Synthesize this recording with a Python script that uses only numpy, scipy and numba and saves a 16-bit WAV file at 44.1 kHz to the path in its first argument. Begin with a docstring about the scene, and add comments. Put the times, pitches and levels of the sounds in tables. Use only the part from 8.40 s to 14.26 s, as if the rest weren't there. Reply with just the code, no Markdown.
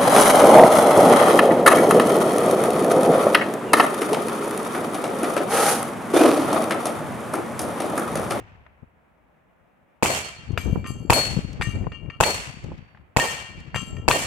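"""Revolver shots at steel plates

Five shots crack across an open range as an earlier one dies away. Each bullet clangs a steel plate
off a rack; the plates tumble, land and bounce ringing on gravel. Every blast echoes from nearby walls,
then washes back from an earth bank and trees. The hammer clicks between shots, and gusts buffet
the microphone's two openings (ports) over a faint hush."""
import sys
import numpy as np
from scipy import signal
from scipy.fft import rfft, irfft, next_fast_len
from scipy.io import wavfile
from scipy.ndimage import uniform_filter1d
from numba import njit

SR = 44100
rng = np.random.default_rng(int(sys.argv[2]) if len(sys.argv) > 2 else 0)


def wav_out(sig):
    """Save sig, one row per channel (or a flat mono array), as 16-bit PCM at SR to the path in sys.argv[1]."""
    wavfile.write(sys.argv[1], SR, np.round(np.clip(np.atleast_2d(sig).T, -1, 1) * 32767).astype(np.int16))


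N = 258466
LEAD_S = 220 / SR  # shaped noise starts this early so its filter can settle
# Below, "pan" is left minus right in dB, and a "fade time" is the seconds taken to drop 60 dB.

# Each row: start in seconds, blast level in dB, pan, bass and treble of its echo wash in dB.
SHOTS = [(-.35, -17, -10, 4.5, -9), (1.6255, -5.5, -3.5, 1, 10), (2.699, 1.5, 1.5, 2, 9.5),
         (3.8037, -2, 3, -1, 8.5), (4.7646, -3.5, -3, -4.9, 6.5), (5.6805, -2, 4, 0.1, 9.5)]
# The direct blast, then its echoes off props and walls.
# Each row: delay in ms, pop level in dB, crack level in dB, crack length in ms, added pan.
BLAST_PATHS = [(0, 1.5, 3.5, 6.5, 3.5), (13.05, -15.5, -14.5, 3.2, -7), (20.57, -8, -23.5, 2.9, -0.5),
               (26.71, -3, -10.5, 1.4, -2)]
# The tones of the pop. Each row: pitch in Hz, level in dB, fade time.
POP_TONES = [(940, -0.5, 0.0098), (120, -15, 0.046), (2594, -16, 0.04)]
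# The crack's colour (how strong its lows and highs are). Each row: frequency in Hz, level in dB.
CRACK_COLOUR = [(35, -27.5), (60, 4.5), (527, 1), (2650, -8.5), (3850, -25), (4530, -12), (5590, -27.5),
                (7750, -13.5), (10500, -36), (13300, -28), (16000, -47.5)]


def blasts():
    """The burst of gas pops the gun's surroundings and a short crack follows; echoes flip the pop."""
    out, t = np.zeros((2, N)), np.arange(2048) / SR
    pop = sum(undb(db) * np.sin(2 * np.pi * hz * t) * undb(-60 * t / t60) for hz, db, t60 in POP_TONES)
    for start, db, pan_db, *_ in SHOTS:
        for echo, (delay_ms, pop_db, crack_db, length_ms, side_db) in enumerate(BLAST_PATHS):
            burst = np.minimum(t / 0.00066, 1) / (1 + (t * 1000 / length_ms) ** 6)
            crack = undb(crack_db) * burst * noise(CRACK_COLOUR, len(t))
            blast = (-1 if echo else 1) * undb(pop_db) * pop + crack
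            add(out, start + delay_ms / 1000, undb(db) * blast, pan_db + side_db)
    return out


# Hits on the plates, by bullet or ground. Each row: start in seconds, knock level in dB, ring level
# in dB, spot (0 centre, 1 rim), softness in dB lost per octave, favoured pitch in Hz,
# ring length factor, spin in turns per second, facing angle in radians.
HITS = [(1.659, -16, -33, 0.2254, 4.5, 3330, 1.74, 7.94, -1.5),
        (2.176, -14, -47, 0.92, -1, 2315, 1.29, 4.6, 0.059),
        (2.443, -33.5, -45, 1, 11, 1200, 0.63, 8.8, 0.66),
        (2.463, -27.5, -51.5, 0.98, -1.3, 6840, 1.26, 6.2, -1.1),
        (2.732, -11.5, -26.5, 0.04, 1, 4250, 1.01, 2.04, 0.11),
        (3.212, -19, -38.5, 0.92, 4.5, 1836, 0.85, 9.8, -0.45),
        (3.221, -16, -45, 0.84, -1.5, 2315, 1.1, 7.2, 0.4),
        (3.519, -30, -48, 0.76, 10.5, 2834, 0.83, 9.9, 0.97),
        (3.659, -60, -63.5, 0.94, 11, 2315, 0.47, 11.4, 0.42),
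        (3.7, -31.5, -46.5, 0.76, 12.5, 2830, 0.46, 13, 0.55),
        (3.836, -8.5, -29.5, 0.082, 3.5, 4390, 1.1, 2.8, 0.13),
        (4.798, -15, -32, 0.68, 3.5, 1836, 1.6, 12.6, 0.98),
        (5.345, -22, -34, 0.95, 7, 2940, 0.68, 8.9, 0.93),
        (5.36, -17, -50.5, 0.83, -2.7, 7400, 1.26, 7.9, 0.33),
        (5.567, -48, -47.5, 0.94, 8.5, 2930, 0.48, 9.5, 1),
        (5.712, -7.5, -29.5, 0.43, 5, 1836, 1.06, 8.9, 0.88)]
# A plate's ringing tones. Each row: pitch in Hz, level in dB, basic fade time.
PLATE_TONES = [(1060, -4.5, 0.5), (1199, -4, 0.46), (1332, -4.5, 0.6), (1841.5, -0.5, 0.47),
               (2327, 2.5, 0.62), (2798, 3.5, 0.62), (3167, 0, 0.58), (4356, -2.44, 0.56), (4514, -34.5, 2),
               (4500, -4, 1.1), (4610, -2, 0.35), (4730, 2.5, 0.3), (6174, 5.5, 0.41), (6270, 4.5, 0.36),
               (7240, -4, 0.78), (7570, 0.5, 0.46), (8020, -1, 0.33), (8940, -1.5, 0.44),
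               (9760, -0.5, 0.36), (10740, -3, 0.31), (11640, -4.5, 0.43), (11000, -9, .4),
               (12000, -8.5, 0.36), (12600, -2, .3), (14120, -14.5, .2)]
# The pitches in Hz that divide those tones into nine families.
FAMILY_EDGES_HZ = [1500, 2000, 2500, 3500, 4450, 5000, 7000, 8500]
# Hits at the centre, halfway out and on the rim. Each row: the nine families' levels in dB.
FAMILY_LEVELS = [(-8, -15, -11.5, -10, -1.5, -21.5, -24, -4.5, -4.5),
                 (-9, -5, -1.5, -5.5, 2, -12.5, -16, -11, -14),
                 (-0.5, 0, -4.5, -1.5, -14, -7, -6, -2, -4.5)]
# The ports face apart, which tilts the treble. Each row: frequency in Hz, pan.
TONE_PAN = [(2000, -0.5), (4400, 12.5), (8000, -5.5)]
# Lead on steel, steel on gravel, and gravel thrown up. Each row: frequency in Hz, level in dB.
BULLET_COLOUR = [(300, -26.5), (1000, 1.5), (3000, 1), (5500, -14), (7500, -1.5), (12000, -18),
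                 (16000, -22.5)]
LANDING_COLOUR = [(300, -10), (700, -1.5), (2500, -1), (3800, -15.5), (7500, -39.5), (12000, -45),
                  (16000, -54.5)]
SPRAY_COLOUR = [(500, -22), (2500, 2), (7500, -6), (12000, -16), (16000, -32)]


def plates(pan_db=4, twin_db=-11, twin_detune=0.0033, favoured_db=10.5, scatter_db=10.5):
    """Each hit knocks a round plate and rings its tones, which come in close pairs (twins)."""
    out, t = np.zeros((2, N)), np.arange(40000) / SR
    hz, db, t60 = np.repeat(np.transpose(PLATE_TONES), 2, axis=1)
    twin = np.arange(len(hz)) % 2
    family = np.searchsorted(FAMILY_EDGES_HZ, hz)
    tilt = undb(on_log(TONE_PAN, hz) / 2)
    highpass = signal.butter(2, 4000, "high", fs=SR, output="sos")
    for start, knock_db, ring_db, spot, soft_db, favoured_hz, lasting, spin_hz, angle in HITS:
        by_bullet = min(abs(start - shot[0]) for shot in SHOTS) < .05
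        tumble, rattle, treble_rattle = (.79, .2, .1) if by_bullet else (.36, .35, .45)
        level_luck, pitch_luck, treble_luck = rng.standard_normal((3, len(hz)))
        phase = np.exp(2j * np.pi * rng.random(len(hz)))
        family_db = np.array([np.interp(spot, [0, .5, 1], row) for row in np.transpose(FAMILY_LEVELS)])
        tone_db = db + ring_db + family_db[family] + twin * twin_db - soft_db * np.log2(hz / 2300)
        # the tone that moves most at the struck spot gets a lift
        tone_db += favoured_db * np.exp(-(np.log(hz / favoured_hz) / .05) ** 2)
        # high tones and weak tones change most with the exact spot
        tone_db -= 6 * (hz > 5000) * (abs(treble_luck) - .5)
        tone_db -= scatter_db * abs(level_luck) * np.clip(twin - db / 7.2, 0, 1.5)
        tone_hz = hz * (1 + twin_detune * twin * pitch_luck)
        step = np.exp((2j * np.pi * tone_hz - np.log(1000) / (lasting * t60)) / SR)
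        # each family beams its own way, and the right port meets the beam a little later
        left = np.exp(1j * (angle + 2.23 * (family - 4)))
        right = left * np.exp(-0.92j)
        spin = np.exp(2j * np.pi * spin_hz / SR)
        clang = ring(undb(tone_db) * phase, step, tilt, left, right, spin, tumble, len(t))
        # loose mounts and gravel chatter against the plate, roughening the treble most
        chatter = 1 + rattle * flutter(220, len(t))
        clang += treble_rattle * flutter(500, len(t)) * signal.sosfilt(highpass, clang)
        # the next hit grips the plate and mutes part of the old ring
        next_hit = min([hit[0] - start for hit in HITS if hit[0] - start > .05] + [1])
        mute = np.where(t > next_hit, undb(-15), 1)
        attack = np.minimum(t / 0.00043, 1)
        add(out, start, clang * chatter * mute * attack, pan_db)
        colour = BULLET_COLOUR if by_bullet else LANDING_COLOUR
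        add(out, start - LEAD_S, knock(colour, knock_db, soft_db), pan_db)
        if not by_bullet:
            add(out, start - LEAD_S, gravel_spray(knock_db, soft_db), pan_db)
    return out + ground_scatter(out)


@njit
def ring(strength, step, tilt, left, right, spin, depth, count):
    """Fading tones that swell and dip at each port as the plate tumbles."""
    out = np.zeros((2, count))
    for m in range(len(strength)):
        tone, to_left, to_right = strength[m], left[m], right[m]
        for i in range(count):
            tone *= step[m]
            to_left, to_right = to_left * spin, to_right * spin
            out[0, i] += tone.imag * (1 + depth * to_left.imag) * tilt[m]
            out[1, i] += tone.imag * (1 + depth * to_right.imag) / tilt[m]
    return out


def knock(colour, db, soft_db):
    """The contact itself: a snap of noise, duller for a softer hit."""
    t = np.arange(4096) / SR
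    fade = undb(-60 * t / 0.016) + undb(-20.5 - 60 * t / 0.12)
    softened = [(hz, level - 1.5 * soft_db * max(np.log2(hz / 3000), 0)) for hz, level in colour]
    grit = noise(softened, len(t), fade)
    return undb(db - 1.5) * (grit + .5 * grit[::-1])


def gravel_spray(knock_db, soft_db, fade_s=.45):
    """A landing throws up gravel, which patters down."""
    t = np.arange(16384) / SR
    patter = undb(-60 * t / fade_s + 1.2 * flutter(240, len(t)))
    return undb(knock_db - 30 - 0.68 * soft_db) * noise(SPRAY_COLOUR, len(t), patter)


def ground_scatter(sound, db=-13, fade_s=0.65):
    """The ground scatters a sound into a short, soft tail."""
    t = np.arange(16384) / SR
    tail = rng.standard_normal((2, len(t))) * undb(-60 * t / fade_s)
    tail /= np.sqrt(np.sum(tail ** 2, axis=1, keepdims=True))
    return undb(db) * signal.fftconvolve(sound, tail, axes=1)[:, :N]


# The colour of the echo wash. 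Each row: frequency in Hz, level in dB.
WASH_COLOUR = [(40, -19), (80, -3), (200, -1.5), (650, -3), (1100, -9.5), (1550, -13.5), (2700, -13),
               (3900, -24.5), (5500, -23), (7700, -19), (10500, -27.5), (14000, -31), (16000, -39)]
# Each row: frequency in Hz, basic fade time of the wash.
WASH_FADE = [(60, 0.86), (260, 0.39), (700, 0.61), (1840, 0.88), (4850, 0.86), (9000, 0.68), (15000, 0.52)]
# Each row: frequency in Hz, how alike left and right are (1 the same, -1 opposite).
STEREO_LIKENESS = [(60, 0.93), (640, 0.87), (1400, -0.58), (3100, 0.13), (6800, -0.15)]
# Echoes that stand out, dull from the bank and bright from the trees.
# Each row: delay in seconds, spread in seconds, centre in Hz, lift in dB.
CLEAR_ECHOES = [(0.078, 0.023, 713, 9), (0.148, 0.013, 9200, 2.5)]


def echo_wash(level_db=-16.5, build_db=-9.5, build_s=0.066, linger_db_per_s=57, linger_from_s=0.36):
    """Countless echoes of each shot blur into noise; each half octave fades at its own rate."""
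    size, t = next_fast_len(N), np.arange(0, N + 64, 64) / SR
    hz = np.fft.rfftfreq(size, 1 / SR)
    alike, colour = on_log(STEREO_LIKENESS, hz), undb(on_log(WASH_COLOUR, hz))
    mid, side = rfft(rng.standard_normal((2, size))) * np.sqrt([1 + alike, 1 - alike]) * colour
    spectrum = np.array([mid + side, mid - side]) / np.sqrt(2 * np.mean(colour ** 2))
    half_octaves = 2 * np.log2(np.maximum(hz, 1) / 40)
    out = np.zeros((2, N))
    for k in range(19):
        centre_hz, power = 40 * 2 ** (k / 2), 0
        for start, _, _, bass_db, treble_db in SHOTS:
            age = np.maximum(t - start, 0)
            db = level_db + on_log([(150, bass_db), (1000, 0), (8000, treble_db)], centre_hz)
            db += build_db * np.exp(-age / build_s) - 60 * age / on_log(WASH_FADE, centre_hz)
            db += linger_db_per_s * np.maximum(age - linger_from_s, 0)  # far trees answer late
            for delay, spread, echo_hz, lift_db in CLEAR_ECHOES:
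                db += lift_db * np.exp(-((age - delay) / spread) ** 2 - np.log2(centre_hz / echo_hz) ** 2)
            db -= centre_hz / 101 * age ** 2  # air and leaves eat the treble of far echoes
            power += (t > start) * undb(2 * db)
        band = irfft(spectrum * np.clip(1 - abs(half_octaves - k), 0, 1), size)[:, :N]
        out += band * np.interp(np.arange(N) / SR, t, np.sqrt(power))
    return out * undb(1.1 * flutter(40) + 1.9 * flutter(250))


# The hammer is drawn back. Each row: start in seconds, level in dB.
HAMMER_CLICKS = [(2.119, -46), (3.130, -39.5), (4.241, -40.5), (5.203, -43.5)]
# Small clicks, perhaps gravel and grit. Each row: start in seconds, level in dB, centre in Hz, pan.
SMALL_CLICKS = [(.265, -42.5, 1730, 16), (2.357, -18.5, 770, -17), (3.443, -35, 1500, 2),
                (3.469, -27.5, 930, 28), (4.318, -24.5, 735, 1), (4.379, -50, 4550, 9),
                (4.548, -39, 1510, 0.5), (4.573, -39, 1830, 3.5), (5.505, -48, 1500, -4)]


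def clicks(hammer_hz=6400, fade_s=0.028):
    """The hammer and other small things tick: bursts of noise with a little tail."""
    out, t = np.zeros((2, N)), np.arange(1024) / SR
    hammer = [(start, db, hammer_hz, 0) for start, db in HAMMER_CLICKS]
    for start, db, hz, pan_db in hammer + SMALL_CLICKS:
        colour = [(hz / 3.1, -30), (hz / 4.8, 0), (hz * 1.1, 0), (hz * 3.9, -40), (hz * 8, -70)]
        grit = noise(colour, len(t), undb(-60 * t / fade_s))
        add(out, start - LEAD_S, undb(db - 7.5) * (grit + 0.56 * grit[::-1]), pan_db)
    return out


# Each row: time in seconds, strength of the gust in dB.
GUST_STRENGTH = [(0.0, -49.5), (.13, -60), (0.868, -74.5), (1.85, -70.5), (2.05, -46), (2.27, -30),
                 (2.38, -32.5), (2.45, -39), (2.68, -41), (2.95, -36), (3.3, -31), (3.79, -46), (4.18, -46),
                 (4.3, -35.5), (4.42, -51.5), (4.72, -62.5), (5.0, -52.5), (5.55, -38), (5.86, -44.5)]
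# Wind rumbling on a port. Each row: frequency in Hz, level in dB.
RUMBLE_COLOUR = [(12, -39), (20, -3.5), (75, 4), (146, 0), (416, -14.5), (755, -24.5), (1500, -38),
                 (1950, -55.5), (3300, -120)]
# Swirls of air. Each row: peak time in seconds, level in dB, pitch in Hz, port (0 left, 1 right).
EDDIES = [(0.434, -30.5, 81, 0), (2.108, -17, 133, 0), (2.138, -19.5, 104, 0), (2.262, -9.5, 117, 0),
          (2.331, -10, 160, 0), (2.359, -14.5, 168, 1), (2.506, -18.5, 247, 0), (2.652, -20, 296, 0),
          (2.972, -8, 130, 0), (2.991, -10, 177, 0), (3.049, -19.5, 116, 0), (3.202, -17, 121, 0),
          (3.238, -20, 154, 0), (3.274, -16.5, 110, 0), (3.381, -21.5, 189, 0), (3.473, -15, 128, 0),
          (3.689, -21.5, 140.6, 0), (4.246, -20.5, 130, 0), (4.289, -20, 128, 0), (5.358, -19, 111, 0),
          (5.625, -25.5, 124, 0)]


def wind(windward_db=7):
    """Gusts rumble on each port, more on the left, which faces the wind; eddies add short thumps."""
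    gust_db = np.interp(np.arange(N) / SR, *np.transpose(GUST_STRENGTH))
    side_db = np.array([[windward_db], [-windward_db]]) / 2
    out = noise(RUMBLE_COLOUR, N) * undb(gust_db + side_db + 7.7 * np.tanh(flutter(35)))
    t = np.arange(-1024, 1024) / SR
    for peak, db, hz, port in EDDIES + lesser_eddies():
        rough = noise(RUMBLE_COLOUR, len(t))[0]
        eddy = np.cos(2 * np.pi * hz * t + rng.uniform(0, 2 * np.pi)) + 0.56 * rough
        swell = np.exp(-(t * hz / 0.66) ** 2)  # one or two cycles long
        i = int(peak * SR) - 1024
        out[int(port), i:i + len(t)] += undb(db) * eddy * swell
    return out + 0.11 * out[::-1]  # a little pressure reaches the other port


def lesser_eddies(count=90, usual_hz=144):
    """Random eddies that grow with the gust, about four in five on the windward port."""
    when, weakness, pitch, side = rng.random((count, 4)).T
    peak = .05 + when * (N / SR - .1)
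    db = np.interp(peak, *np.transpose(GUST_STRENGTH)) + 13 - 3 * np.log(0.22 + weakness)
    return list(zip(peak, db, usual_hz * 2 ** (pitch - .5), side > .8))


# The background hush. Each row: frequency in Hz, level in dB.
HUSH_COLOUR = [(88, -34), (150, -3), (406, -11), (637, -6.5), (2450, -19.5), (4490, -42), (16000, -43)]


def hush(level_db=-62):
    """Far leaves and traffic blend into soft, steady noise."""
    x = noise(HUSH_COLOUR, N)
    return undb(level_db + .8 * flutter(45)) * (x + 0.11 * x[::-1])


def undb(db):
    """Turn decibels into a gain."""
    return 10 ** (np.asarray(db) / 20)


def on_log(table, hz):
    """Read between (Hz, value) rows, giving every octave equal room."""
    row_hz, values = np.transpose(table)
    return np.interp(np.log(np.maximum(hz, 1)), np.log(row_hz), values)


def noise(colour, size, envelope=1.):
    """Separate left and right noises, shaped in loudness and then given their colour."""
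    padded = next_fast_len(size + 512, True)
    gain = undb(on_log(colour, np.fft.rfftfreq(padded, 1 / SR)))
    x = irfft(rfft(rng.standard_normal((2, size)) * envelope, padded) * gain, padded)
    return np.roll(x, 220, axis=1)[:, :size] / np.sqrt(np.mean(gain ** 2))


def flutter(rate_hz, size=N):
    """A smooth random wobble for each port, typically about 1 either side of zero."""
    hold = int(SR / rate_hz)
    steps = rng.standard_normal((2, 1024))[:, np.arange(size) // hold % 1024]
    return uniform_filter1d(uniform_filter1d(steps, hold), hold) / np.sqrt(.55)


def add(out, start, sound, pan_db):
    """Mix a sound in, panned, at a start time in seconds."""
    i = int(round(start * SR))
    panned = (sound * undb([[pan_db / 2], [-pan_db / 2]]))[:, max(-i, 0):N - i]
    out[:, max(i, 0):max(i, 0) + panned.shape[1]] += panned


def scene():
    """All the sounds meet at the microphone."""
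    return blasts() + echo_wash() + plates() + clicks() + wind() + hush()


def record(dry):
    """The microphone drops the deepest bass; its electronics round off the blasts and cut the top."""
    x = signal.sosfilt(signal.butter(2, 36., "high", fs=SR, output="sos"), dry)
    x = .93 * np.tanh(x / .93)
    return signal.sosfilt(signal.ellip(10, .2, 70, 16300, fs=SR, output="sos"), x)


dry = scene()
out = record(dry)
wav_out(out)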